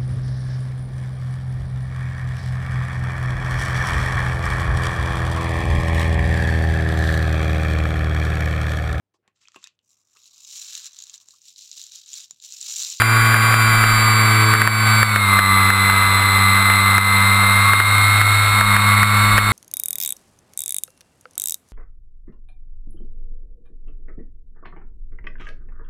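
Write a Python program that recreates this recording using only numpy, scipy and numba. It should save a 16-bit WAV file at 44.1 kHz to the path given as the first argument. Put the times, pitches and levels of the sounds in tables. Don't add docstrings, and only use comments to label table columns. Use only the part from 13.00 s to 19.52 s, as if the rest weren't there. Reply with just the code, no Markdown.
import sys
import numpy as np
from scipy import signal
from scipy.fft import rfft, irfft
from scipy.io import wavfile
from numba import njit

SR = 44100
rng = np.random.default_rng(int(sys.argv[2]) if len(sys.argv) > 2 else 0)


def dump(signal):
    limited = np.clip(np.atleast_2d(signal).T, -1, 1)
    pcm = np.round(limited * 32767).astype(np.int16)
    wavfile.write(sys.argv[1], SR, pcm)


N = 287532
TIME = np.arange(N) / SR
BINS_HZ = np.arange(N // 2 + 1) * SR / N

# t/s, f/Hz
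SHAFT_SPEED = [(0.0, 112.8), (0.05, 112.3), (0.56, 112.0), (1.0, 110.0), (1.49, 109.0), (2.0, 108.7),
               (2.03, 108.6), (2.14, 104.9), (2.25, 100.5), (2.34, 98.7), (2.51, 97.6), (3.25, 97.8),
               (4.18, 98.8), (4.59, 100.3), (5.36, 102.7), (5.79, 102.5), (6.19, 103.9), (6.48, 103.8),
               (6.52, 104.2)]
# f/Hz, width/Hz, lift/dB
AIRFRAME_MODES = [(106.9, 7.2, 4.3), (1122.5, 24, 6.5), (1422, 11, -9.5), (1601, 31, 3), (2105, 117, 9),
                  (3740, 25, 1), (4116, 33, 5), (4583, 116, 6.5)]
# t/s, level/dB
BLADE_LEVEL = [(0, -32), (1.5, -30), (2.5, -28), (3.1, -30.5), (4.5, -28), (4.8, -35), (5.45, -49),
               (5.58, -28), (6.52, -27)]
# t/s, level/dB
THIRD_HARMONIC = [(0, -36), (.9, -40.5), (1.47, -31), (1.9, -43.5), (2.5, -38), (3.8, -40.5), (4.3, -44.5),
                  (5.9, -45.5), (6.35, -40.5)]
# shaft multiple, base level at cruise/dB, power of speed, share following the blade tone
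BUZZ_LINES = [(5, -47, -7.5, 0.6), (9, -34.5, 4.5, 0.6), (10, -30, 1.5, 0.23), (11, -29, 2.5, 0.83),
              (12, -27, -5.5, 0.16), (13, -23.3, -0.5, 0), (14, -28, 3.5, 0), (15, -32.5, 1, 0),
              (16, -35.5, -3.5, 0.2), (17, -42, -14, 0.6), (18, -40.5, -8, .7), (20, -44.5, -21, 0.7),
              (28, -46, 13.5, 0.7), (36, -40, -8, .02)]
# t/s, shaft multiple, lift/dB, half length/s
BUZZ_SWELLS = [(1.05, 11, 12.5, .07), (2.48, 12, 3.5, .17), (4.68, 11, 8.5, .07)]
SWITCHING_BEATS = [(1, 84), (2, 126), (1, 42)]
# f/Hz, width/Hz, level at centre/dB, smear rate/Hz, smear/rad
BEAT_RESONANCES = [(1260, 120, -25, 14, .35), (2150, 260, -32, 50, .9), (3780, 240, -29, 55, .65)]
# f/Hz, relative level/dB
WASH_SPECTRUM = [(90, -7), (170, -9.5), (380, -21), (800, -8), (1020, -8), (1170, 1.5), (1450, -4.5),
                 (1830, -9), (2050, 3), (2400, -8), (2720, -10), (2900, -19), (3700, -13), (4700, -24),
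                 (5400, -24)]
# t/s, level over the steady wind/dB, half length/s
MIC_GUSTS = [(.3, 5, .12), (.85, 13, 0.3), (5.56, 10, .17), (6.423, 18, 0.23)]
# t/s, relative level/dB
LOOSE_KNOCKS = [(.0186, 4.5), (.3431, 2.5), (.3625, -1), (.5411, 2.5), (.8391, 2.5), (1.5379, .5),
                (1.5511, -2), (1.6172, 3.5), (1.6749, 3), (2.0299, 3.5), (2.16, 2.5), (2.3909, 1.5),
                (2.7029, -.5), (2.8969, -.5), (3.6999, -.5), (3.9809, 3), (4.7339, 2), (4.8009, 3),
                (5.2139, 1), (5.6109, 1.5), (5.7649, 2), (6.0309, 1.5), (6.3795, 3), (6.3839, 3)]


def undb(db):
    return 10 ** (np.asarray(db) / 20)


def curve(table):
    return np.interp(TIME, *np.transpose(table))


def swell(at_s, db, half_s):
    return db * np.exp(-((TIME - at_s) / half_s) ** 2)


def resonance(centre_hz, width_hz, hz=BINS_HZ):
    return 1 / (1 + ((hz - centre_hz) / width_hz) ** 2)


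def noise(spectrum):
    x = irfft(rfft(rng.standard_normal(N)) * spectrum, N)
    return x / x.std()


def wander(rate_hz):
    return noise(np.exp(-(BINS_HZ / rate_hz) ** 2))


def tone(cycles, waver_db=1.2, shake_rad=.14):
    level = np.sqrt(2) * undb(waver_db * wander(3.5))
    return level * np.sin(2 * np.pi * cycles + shake_rad * wander(25))


def throttle_db(speed, cruise_db, power, cruise_hz=103):
    return cruise_db + power * 20 * np.log10(speed / cruise_hz)


def airframe_db(line_hz):
    return sum(db * resonance(hz, width_hz, line_hz) for hz, width_hz, db in AIRFRAME_MODES)


def propeller(speed, turns, usual_blade_db=-29, dispersion=.08):
    blade_db, third_db = curve(BLADE_LEVEL), curve(THIRD_HARMONIC)
    hum_db = throttle_db(speed, cruise_db=-21, power=1.6) + airframe_db(speed)
    out = undb(hum_db) * tone(turns, waver_db=.6, shake_rad=.022)
    out += undb(blade_db) * tone(2 * turns, waver_db=-.9, shake_rad=.062)
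    out += undb(third_db) * tone(3 * turns)
    out += undb(third_db - 4) * tone(4 * turns)
    for multiple, cruise_db, power, share in BUZZ_LINES:
        db = throttle_db(speed, cruise_db, power) + airframe_db(multiple * speed)
        db += share * (blade_db - usual_blade_db)
        db += sum(swell(s, lift, half_s) for s, line, lift, half_s in BUZZ_SWELLS if line == multiple)
        out += undb(db) * tone(multiple * turns + dispersion * multiple ** 2)
    return out


def motor(speed, turns, bell_db=-27, bell_speed_hz=100.8, bell_width_hz=7.7):
    whine = 0
    for multiple, cruise_db, power in ((21, -26.5, 0), (42, -31, .98)):
        db = throttle_db(speed, cruise_db, power) + airframe_db(multiple * speed)
        whine += undb(db) * tone(multiple * turns, waver_db=.5, shake_rad=.07)
    bell_level = undb(bell_db) * resonance(bell_speed_hz, bell_width_hz, speed)
    pulsing = 1 + .18 * np.cos(2 * np.pi * turns)
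    return whine + bell_level * pulsing * noise(resonance(3900, 400) ** 2)


def controller(turns, switching_hz=8025):
    out = 0
    for (order, multiple), (hz, width_hz, db, smear_hz, rad) in zip(SWITCHING_BEATS, BEAT_RESONANCES):
        phase = 2 * np.pi * (order * switching_hz * TIME - multiple * turns)
        whistle = np.sqrt(2) * np.sin(phase + rad * wander(smear_hz))
        passband = resonance(hz, width_hz) * (BINS_HZ > 800)
        out += undb(db) * irfft(rfft(whistle) * passband, N)
    return out


def prop_wash(speed, turns, low_cut_hz=85):
    hz, db = np.transpose(WASH_SPECTRUM)
    colour = undb(np.interp(np.log(BINS_HZ + 1), np.log(hz), db))
    colour *= BINS_HZ ** 2 / (BINS_HZ ** 2 + low_cut_hz ** 2)
    pulsing = 1 + .12 * np.cos(2 * np.pi * turns) + .22 * np.cos(2 * np.pi * 2 * turns)
    wash_db = throttle_db(speed, cruise_db=-19.5, power=.9) + .5 * wander(32)
    return undb(wash_db) * pulsing * noise(colour)


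def wind_on_mic(steady_db=-43):
    wind_db = steady_db + sum(swell(*gust) for gust in MIC_GUSTS)
    rumble = noise(resonance(32, 22))
    rustle = undb(-16) * noise(resonance(400, 200))
    return undb(wind_db + 1.6 * wander(6.5)) * (rumble + rustle)


def knocks(level_db=-.25, start_hz=1850, fall_hz_per_s=330000, rise_s=.00075, rattle_s=.0025):
    out, t = np.zeros(N), TIME[:1024]
    rattle = noise(resonance(1610, 900))
    chirp = np.sin(2 * np.pi * (start_hz - fall_hz_per_s * t / 2) * t)
    blow = (t / rise_s * np.exp(1 - t / rise_s)) ** 2 * chirp
    trail = undb(-15) * t / rattle_s * np.exp(1 - t / rattle_s)
    for s, db in LOOSE_KNOCKS:
        span = slice(int(s * SR), int(s * SR) + len(t))
        out[span] += undb(level_db + db) * (blow + trail * rattle[span])
    return out


@njit
def gain_control(x, ceiling, attack, release):
    y, peak, gain = np.empty(len(x)), ceiling, 1.
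    for i in range(len(x)):
        peak = max(abs(x[i]), peak * release, ceiling)
        gain += (ceiling / peak - gain) * attack
        y[i] = x[i] * gain
    return y


def scene():
    speed = curve(SHAFT_SPEED)
    turns = np.cumsum(speed) / SR
    drive = propeller(speed, turns) + motor(speed, turns) + controller(turns)
    return (drive + prop_wash(speed, turns) + wind_on_mic() + knocks())[None]


def record(dry, ceiling_db=-1.2, attack_s=.0015, recovery_db_per_s=31, hold_hz=12000, top_hz=15350):
    release = float(undb(-recovery_db_per_s / SR))
    x = gain_control(dry[0], float(undb(ceiling_db)), 1 / (attack_s * SR), release)
    x = x / (1 + (x / .97) ** 10) ** .1
    x = irfft(rfft(x) / np.sqrt(1 + (BINS_HZ / 5560) ** 50), N)
    x = x * (1 + 2 * np.cos(2 * np.pi * hold_hz * TIME))
    x = irfft(rfft(x) * np.sinc(BINS_HZ / hold_hz), N)
    treble_cut = signal.ellip(14, .1, 90, top_hz, fs=SR, output="sos")
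    return signal.sosfilt(treble_cut, x)[None]


dry = scene()
out = record(dry)
dump(out)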